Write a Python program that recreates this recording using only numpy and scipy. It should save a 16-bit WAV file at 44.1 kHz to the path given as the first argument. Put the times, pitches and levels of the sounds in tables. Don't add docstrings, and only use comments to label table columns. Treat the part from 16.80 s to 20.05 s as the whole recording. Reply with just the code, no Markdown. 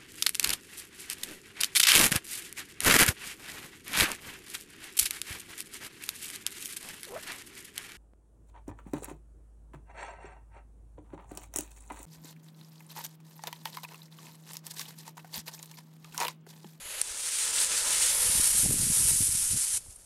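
import sys
import numpy as np
from scipy import signal
from scipy.io import wavfile
from scipy.ndimage import uniform_filter1d

SR = 44100
rng = np.random.default_rng(int(sys.argv[2]) if len(sys.argv) > 2 else 0)


def unload_wav(signal):
    wavfile.write(
        sys.argv[1],
        SR,
        np.round(np.clip(np.atleast_2d(signal).T, -1, 1) * 32767).astype(np.int16),
    )


def ratio(d):
    e = np.asarray(d, float) / 20
    return 10 ** e


N = 143325

# pitch_hz, width_hz, level_db
SLAB = [
    (716, 98, -7.5),
    (1144, 68, -4.5),
    (547, 176, 2.5),
    (10100, 1300, 2),
]


def evened(x):
    return x / np.sqrt(np.mean(x ** 2) + 1e-20)


def smoothed(x, size, axis=-1):
    return uniform_filter1d(uniform_filter1d(x, size, axis=axis), size, axis=axis)


def swell(t, centre_s, length_s, edge=4):
    return np.exp(-np.abs(2 * (t - centre_s) / length_s) ** edge)


def colour(x, points, bumps=()):
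    hz = np.abs(np.fft.fftfreq(8192, 1 / SR))
    point_hz, point_db = np.transpose(points)
    db = np.interp(np.log(hz + 1), np.log(point_hz + 1), point_db)
    for centre_hz, width_hz, bump_db in bumps:
        db = db + bump_db * np.exp(-((hz - centre_hz) / width_hz) ** 2)
    log_gain = np.log(ratio(np.maximum(db, -100)))
    taps = np.fft.ifft(np.exp(np.conj(signal.hilbert(log_gain)))).real[:4096]
    return evened(signal.oaconvolve(x, taps)[:N])


def wander(span_s):
    return evened(smoothed(rng.standard_normal(N), max(int(span_s * SR), 1)))


def steadied(x, span_s=0.044):
    return x / np.sqrt(uniform_filter1d(x ** 2, int(span_s * SR)) + 0.042)


def add(mix, start_s, sound):
    part = mix[round(start_s * SR):][:len(sound)]
    part += sound[:len(part)]


def lighter():
    # pitch_hz, level_db per Hz
    torch = [(150, -62), (250, -21.5), (551, -8), (738, -9), (877, -9), (2680, -5), (9080, -10),
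             (10800, -0.5), (15200, -30)]
    # pitch_hz, width_hz, level_db
    nozzle = [(2830, 430, 1.5), (6900, 650, 5), (10500, 900, -1.5), (5600, 550, -7)]
    shut_s, rise_s, close_s = .2152, 0.094, 0.059
    t = np.arange(N) / SR
    rise_db = -8.5 * np.clip(1 - t / rise_s, 0, 1)
    close_db = -60 * np.clip((t - shut_s) / close_s, 0, 2)
    level_db = -39 + rise_db + close_db + 1.0 * wander(0.0078)
    out = colour(rng.standard_normal(N), torch, nozzle + SLAB) * ratio(level_db)
    valve_snap(out, shut_s)
    return out


def valve_snap(mix, shut_s):
    # pitch_hz, level_db, t60_s
    modes = [(1760, -8, 0.0048), (2760, -15, .004), (4330, -10, 0.0049), (5850, -4.5, 0.0059),
             (7200, -10, 0.0054), (8650, -2.5, 0.011), (10000, 0, 0.0055), (11800, -6, .003),
             (12700, -8, .003), (14100, -5, .0025)]
    # delay_s, level_db, struck_hz, breadth_hz
    hits = [
        (-.0002, -11.5, 7500, 8000),
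        (.0002, -14, 9800, 2500),
        (.0128, -46, 5000, 6000),
    ]
    u = np.arange(0, .02, 1 / SR)
    attack = np.minimum(u / 0.000214, 1) ** 2
    for delay_s, hit_db, struck_hz, breadth_hz in hits:
        ring = 0
        for k, (hz, db, t60_s) in enumerate(modes):
            excited = np.exp(-((hz - struck_hz) / breadth_hz) ** 2)
            sign = (-1) ** k
            tone = np.sin(2 * np.pi * hz * u + rng.random())
            ring = ring + sign * excited * ratio(db - 60 * u / t60_s) * tone
        add(mix, shut_s + delay_s, ratio(hit_db) * ring * attack)


def buffet():
    # start_s, level_db
    air = [
        (0, -62.5),
        (.55, -66.5),
        (.7, -60.5),
        (1.35, -52.5),
        (1.5, -49.5),
        (2.0, -48.5),
        (2.65, -49),
        (2.85, -58.5),
        (3.25, -63),
    ]
    # centre_s, length_s, level_db
    gusts = [(1.457, 0.032, -48), (1.498, 0.027, -47), (1.58, 0.049, -48.5), (1.774, 0.073, -50.5),
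             (1.847, 0.045, -41), (1.916, 0.082, -40.5), (2.03, 0.17, -42.5), (2.113, 0.028, -45),
             (2.238, 0.13, -45.5), (2.336, .05, -45.5), (2.419, 0.044, -42.5), (2.48, 0.028, -45.5),
             (2.559, 0.025, -45), (2.744, 0.09, -45.5), (2.965, 0.066, -54), (3.068, .02, -57)]
    # pitch_hz, level_db per Hz
    lull = [(15, -4.5), (40, 0), (90, -10), (200, -14.5), (400, -31), (800, -94)]
    breeze = [(20, -29), (60, 1), (130, -4.5), (250, -24), (450, -18), (900, -79)]
    rumble = [(20, -4), (45, -9), (90, -1.5), (220, -4), (450, -15.5), (850, -26), (1300, -58),
              (2500, -100)]
    weak_db, strong_db = -55, -36
    t = np.arange(N) / SR
    level = 1e-6 + sum(ratio(db) * swell(t, at, length_s) for at, length_s, db in gusts)
    strength = np.clip((20 * np.log10(level) - weak_db) / (strong_db - weak_db), 0, 1)
    gust_noise, air_noise = rng.standard_normal((2, N))
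    gust = (1 - strength) * colour(gust_noise, breeze) + strength * colour(gust_noise, rumble)
    out = steadied(gust) * level * ratio(3.5 * wander(0.006))
    out = out + steadied(colour(air_noise, lull), 0.091) * ratio(np.interp(t, *np.transpose(air)))
    puffs(out)
    return out


def puffs(mix):
    # start_s (of the deepest push), peak_db, pitch_hz
    pushes = [(0.0577, -49, 47.7), (.312, -45.5, 46), (1.472, -43, 60), (1.5538, -32.5, 150),
              (1.5843, -34.5, 60), (1.5984, -26.5, 219), (1.7926, -32, 120), (1.834, -30, 170),
              (1.8509, -34, 250), (1.8616, -22.5, 178), (1.8608, -26.5, 496), (2.311, -34.5, 404),
              (1.7568, -38.5, 160), (1.8959, -22, 130), (1.9097, -23, 294), (1.9173, -31, 160),
              (1.941, -25.5, 199), (1.9593, -30, 141), (1.97, -33, 120), (1.999, -28, 135),
              (2.0093, -27.5, 89), (2.0334, -27, 130), (2.047, -34, 96), (2.067, -28, 127),
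              (2.1016, -23.5, 125), (2.115, -31, 190), (2.1785, -37, 110), (2.2054, -33.5, 95),
              (2.2315, -37, 70), (2.2533, -28.5, 89), (2.317, -27.5, 120), (2.359, -35, 133),
              (2.4064, -29, 140), (2.426, -32, 112), (2.4933, -31, 70), (2.5507, -30, 110),
              (2.7138, -36, 86), (2.7339, -30.5, 126), (2.7451, -30, 121), (2.761, -31, 125),
              (3.085, -42, 60), (3.096, -44, 50)]
    decay_turns, snap = .8, .35
    lead_turns = .32
    for at, peak_db, hz in pushes:
        turns = np.arange(0, 3 * decay_turns, hz / SR)
        phase = 2 * np.pi * turns
        push = np.sin(phase) - snap * np.sin(2 * phase) + snap ** 2 * np.sin(3 * phase)
        envelope = np.exp(-turns / decay_turns * 1.55) * np.minimum(turns / 0.14, 1)
        add(mix, at - lead_turns / hz, -ratio(peak_db + 2) * push * envelope)


def patchy(x):
    z = signal.stft(x, nperseg=256)[2]
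    field = uniform_filter1d(rng.standard_normal(z.shape), size=4, axis=0)
    field = uniform_filter1d(field, size=16, axis=1)
    patch_db = 0.5 * evened(field)
    return signal.istft(z * ratio(patch_db), nperseg=256)[1][:N]


def spitting():
    spits_per_s, spread_db, spit_share = 5000, 1.5, 0.56
    strength = ratio(spread_db * np.minimum(rng.exponential(1, N), 5))
    spits = strength * (rng.random(N) < spits_per_s / SR)
    gas = rng.standard_normal(N)
    return patchy(np.sqrt(spit_share) * evened(spits - spits.mean()) + np.sqrt(1 - spit_share) * gas)


def burning(t):
    # start_s, level_db, depth (0 bare fuse, 1 inside the tube)
    burn = [(0, -62, 0.2), (.2, -42.5, 0), (.25, -40.5, 0.02), (.48, -32.5, 0.05), (.7, -30, 0),
            (1.0, -28.5, 0.09), (1.25, -26, 0.08), (1.31, -23.5, 0.18), (1.322, -27, 0.36),
            (1.65, -23.5, 0.62), (1.849, -25, 0.76), (2.0, -26.5, 0.68), (2.25, -25, 0.83), (2.5, -26, 0.9),
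            (2.9, -27, 0.86), (2.973, -25.5, 0.91), (2.994, -48.5, 0.66), (3.25, -55.5, 0.82)]
    # centre_s, length_s, change_db, depth_change
    pockets = [(0.402, 0.02, 2, 0.06), (0.773, 0.042, 1.5, -0.23), (0.506, 0.025, -3.5, -0.12),
               (0.563, 0.046, 0.5, 0.057), (0.615, .04, 1.5, 0.077), (.72, 0.018, -3.5, -0.091),
               (0.815, 0.067, 3, 0.13), (0.882, 0.057, -1, -0.037), (0.974, 0.013, 4, -0.21),
               (1.038, 0.016, -3.5, 0.1), (1.229, 0.052, 2.5, -0.037), (1.375, 0.051, -1.5, 0.052),
               (1.527, 0.064, -1, -0.024), (1.735, 0.031, -3, -0.096), (1.781, 0.049, 2, 0.086),
               (1.884, 0.035, -3, 0), (1.94, 0.084, -3, -0.031), (2.179, 0.079, 2.5, 0.02),
               (2.292, 0.047, 1, -0.05), (2.51, 0.068, -2, -0.01), (2.676, 0.047, -2, 0.017),
               (2.749, 0.039, -3, -0.023), (2.888, 0.076, -2, -0.019), (2.988, .018, -3, 0),
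               (3.075, 0.042, -2.5, 0.18), (3.104, 0.018, 3, 0.1), (3.132, .018, 2.5, 0.05),
               (3.206, 0.022, 1, .1), (3.148, .014, -1, .1), (3.18, .014, -4, .1), (3.232, .016, -2, .2),
               (2.03, 0.22, 0, .1), (0.786, .008, -3.5, 0), (1.725, 0.012, -2.5, -0.069),
               (1.47, 0.13, 0.5, .1)]
    s, db, depth = np.transpose(burn)
    db, depth = np.interp(t, s, db), np.interp(t, s, depth)
    for at, length_s, change_db, deeper in pockets:
        shape = swell(t, at, length_s, edge=9)
        db, depth = db + change_db * shape, depth + deeper * shape
    return db, np.clip(depth, -.25, 1.15)


def swung(x, t):
    # centre_s, length_s, roar_db, top_db
    swings = [(0.32, 0.15, 3.5, -2), (0.58, .13, -4.5, -1.5), (0.7, .08, 2, -1.5), (0.916, .08, 3.5, -5),
              (1.058, 0.084, 7, 1), (1.26, 0.091, -2, 2), (1.374, 0.11, 3, 5), (1.473, 0.086, 2, -1.5),
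              (1.692, 0.082, -1, 3), (1.923, 0.048, 0, 7.5), (2.3, 0.04, -0.5, 6), (2.42, .1, -0.5, 3),
              (2.642, 0.084, 2.5, 0), (2.98, .06, 1.5, 1), (3.15, .2, -3, 1)]
    lip_s, lip_db = 0.88, -1
    deep_s, deep_db_per_s = 2.42, -14
    top_filter = signal.butter(N=2, Wn=11800, btype="high", fs=SR, output="sos")
    roar_filter = signal.butter(N=2, Wn=1350, fs=SR, output="sos")
    top = signal.sosfiltfilt(top_filter, x)
    roar = signal.sosfiltfilt(roar_filter, x)
    roar_db = 0
    top_db = lip_db * (t > lip_s) + deep_db_per_s * np.maximum(t - deep_s, 0)
    for at, length_s, low_db, high_db in swings:
        shape = swell(t, at, length_s)
        roar_db, top_db = roar_db + low_db * shape, top_db + high_db * shape
    return x + roar * (ratio(roar_db) - 1) + top * (ratio(top_db) - 1)


def fuse():
    # pitch_hz, level_db per Hz
    bare = [(150, -39), (250, -23), (500, -16), (1020, -12.5), (1130, -11.5), (1320, -10.5), (5270, -6),
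            (9020, 0), (15700, -28)]
    lip = [(290, -35), (500, -18), (687, -17.5), (865, -17), (3360, -12.5), (8090, -6.5), (9080, -1),
           (11400, -6.5), (15700, -35)]
    tube = [(530, -46), (900, -27.5), (1120, -27.5), (3120, -17.5), (3320, -20), (8030, -3), (9060, -0.5),
            (11400, -6), (15700, -37.5)]
    t = np.arange(N) / SR
    db, depth = burning(t)
    drive = spitting()
    outside, inside = np.maximum(1 - 2 * depth, 0), np.maximum(2 * depth - 1, 0)
    out = outside * colour(drive, bare, SLAB)
    out = out + (1 - outside - inside) * colour(drive, lip, SLAB)
    out = out + inside * colour(drive, tube, SLAB)
    out = swung(out, t) * ratio(db + 0.97 * wander(0.0087))
    loud_spits(out)
    return out


def loud_spits(mix):
    # start_s, peak_db, pitch_hz, length_s
    pops = [(0.7637, -12, 9700, .0008), (0.785, -6, 3750, 0.00058), (0.8018, -13, 8450, 0.0014),
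            (.8465, -10.5, 7000, 0.0013), (1.728, -12, 8500, 0.0015), (3.0695, -40, 9950, .003),
            (3.108, -45, 7000, 0.0046), (3.159, -36, 9800, .003), (3.1617, -35, 9100, 0.0037),
            (3.1868, -35, 9500, 0.0005), (3.127, -43, 6500, .002), (3.212, -44, 10500, .002),
            (3.0625, -51.5, 850, 0.0046)]
    for at, peak_db, hz, length_s in pops:
        u = np.arange(0, 3 * length_s, 1 / SR)
        grit = 1 + 1.2 * smoothed(rng.standard_normal(1000), 9)[:len(u)]
        envelope = np.exp(-2 * u / length_s) * np.minimum(u / 0.00021, 1) ** 2
        add(mix, at, ratio(peak_db) * envelope * grit * np.sin(2 * np.pi * hz * u))


def scene():
    # pitch_hz, level_db per Hz
    yard = [(59, -29), (100, -3), (184, -10.5), (472, -1), (2860, -16), (10100, -8.5), (15000, -23)]
    # delay_s, level_db
    echoes = [
        (.0023, -25),
        (.0041, -37),
        (.0078, -23),
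        (0.0124, -19.5),
        (.019, -19),
    ]
    near = fuse()
    out = lighter() + buffet() + near + ratio(-63.5) * colour(rng.standard_normal(N), yard)
    for delay_s, db in echoes:
        add(out, delay_s, ratio(db) * near[:N - round(delay_s * SR)])
    return out[None]


def low_pass(x):
    return signal.sosfilt(signal.butter(12, 15750, fs=SR, output="sos"), x)


def record(dry):
    edge = signal.firwin(401, 15750, window=("kaiser", 9), fs=SR)
    mix = signal.oaconvolve(dry, edge[None], "same")
    return low_pass(mix)


dry = scene()
out = record(dry)
unload_wav(out)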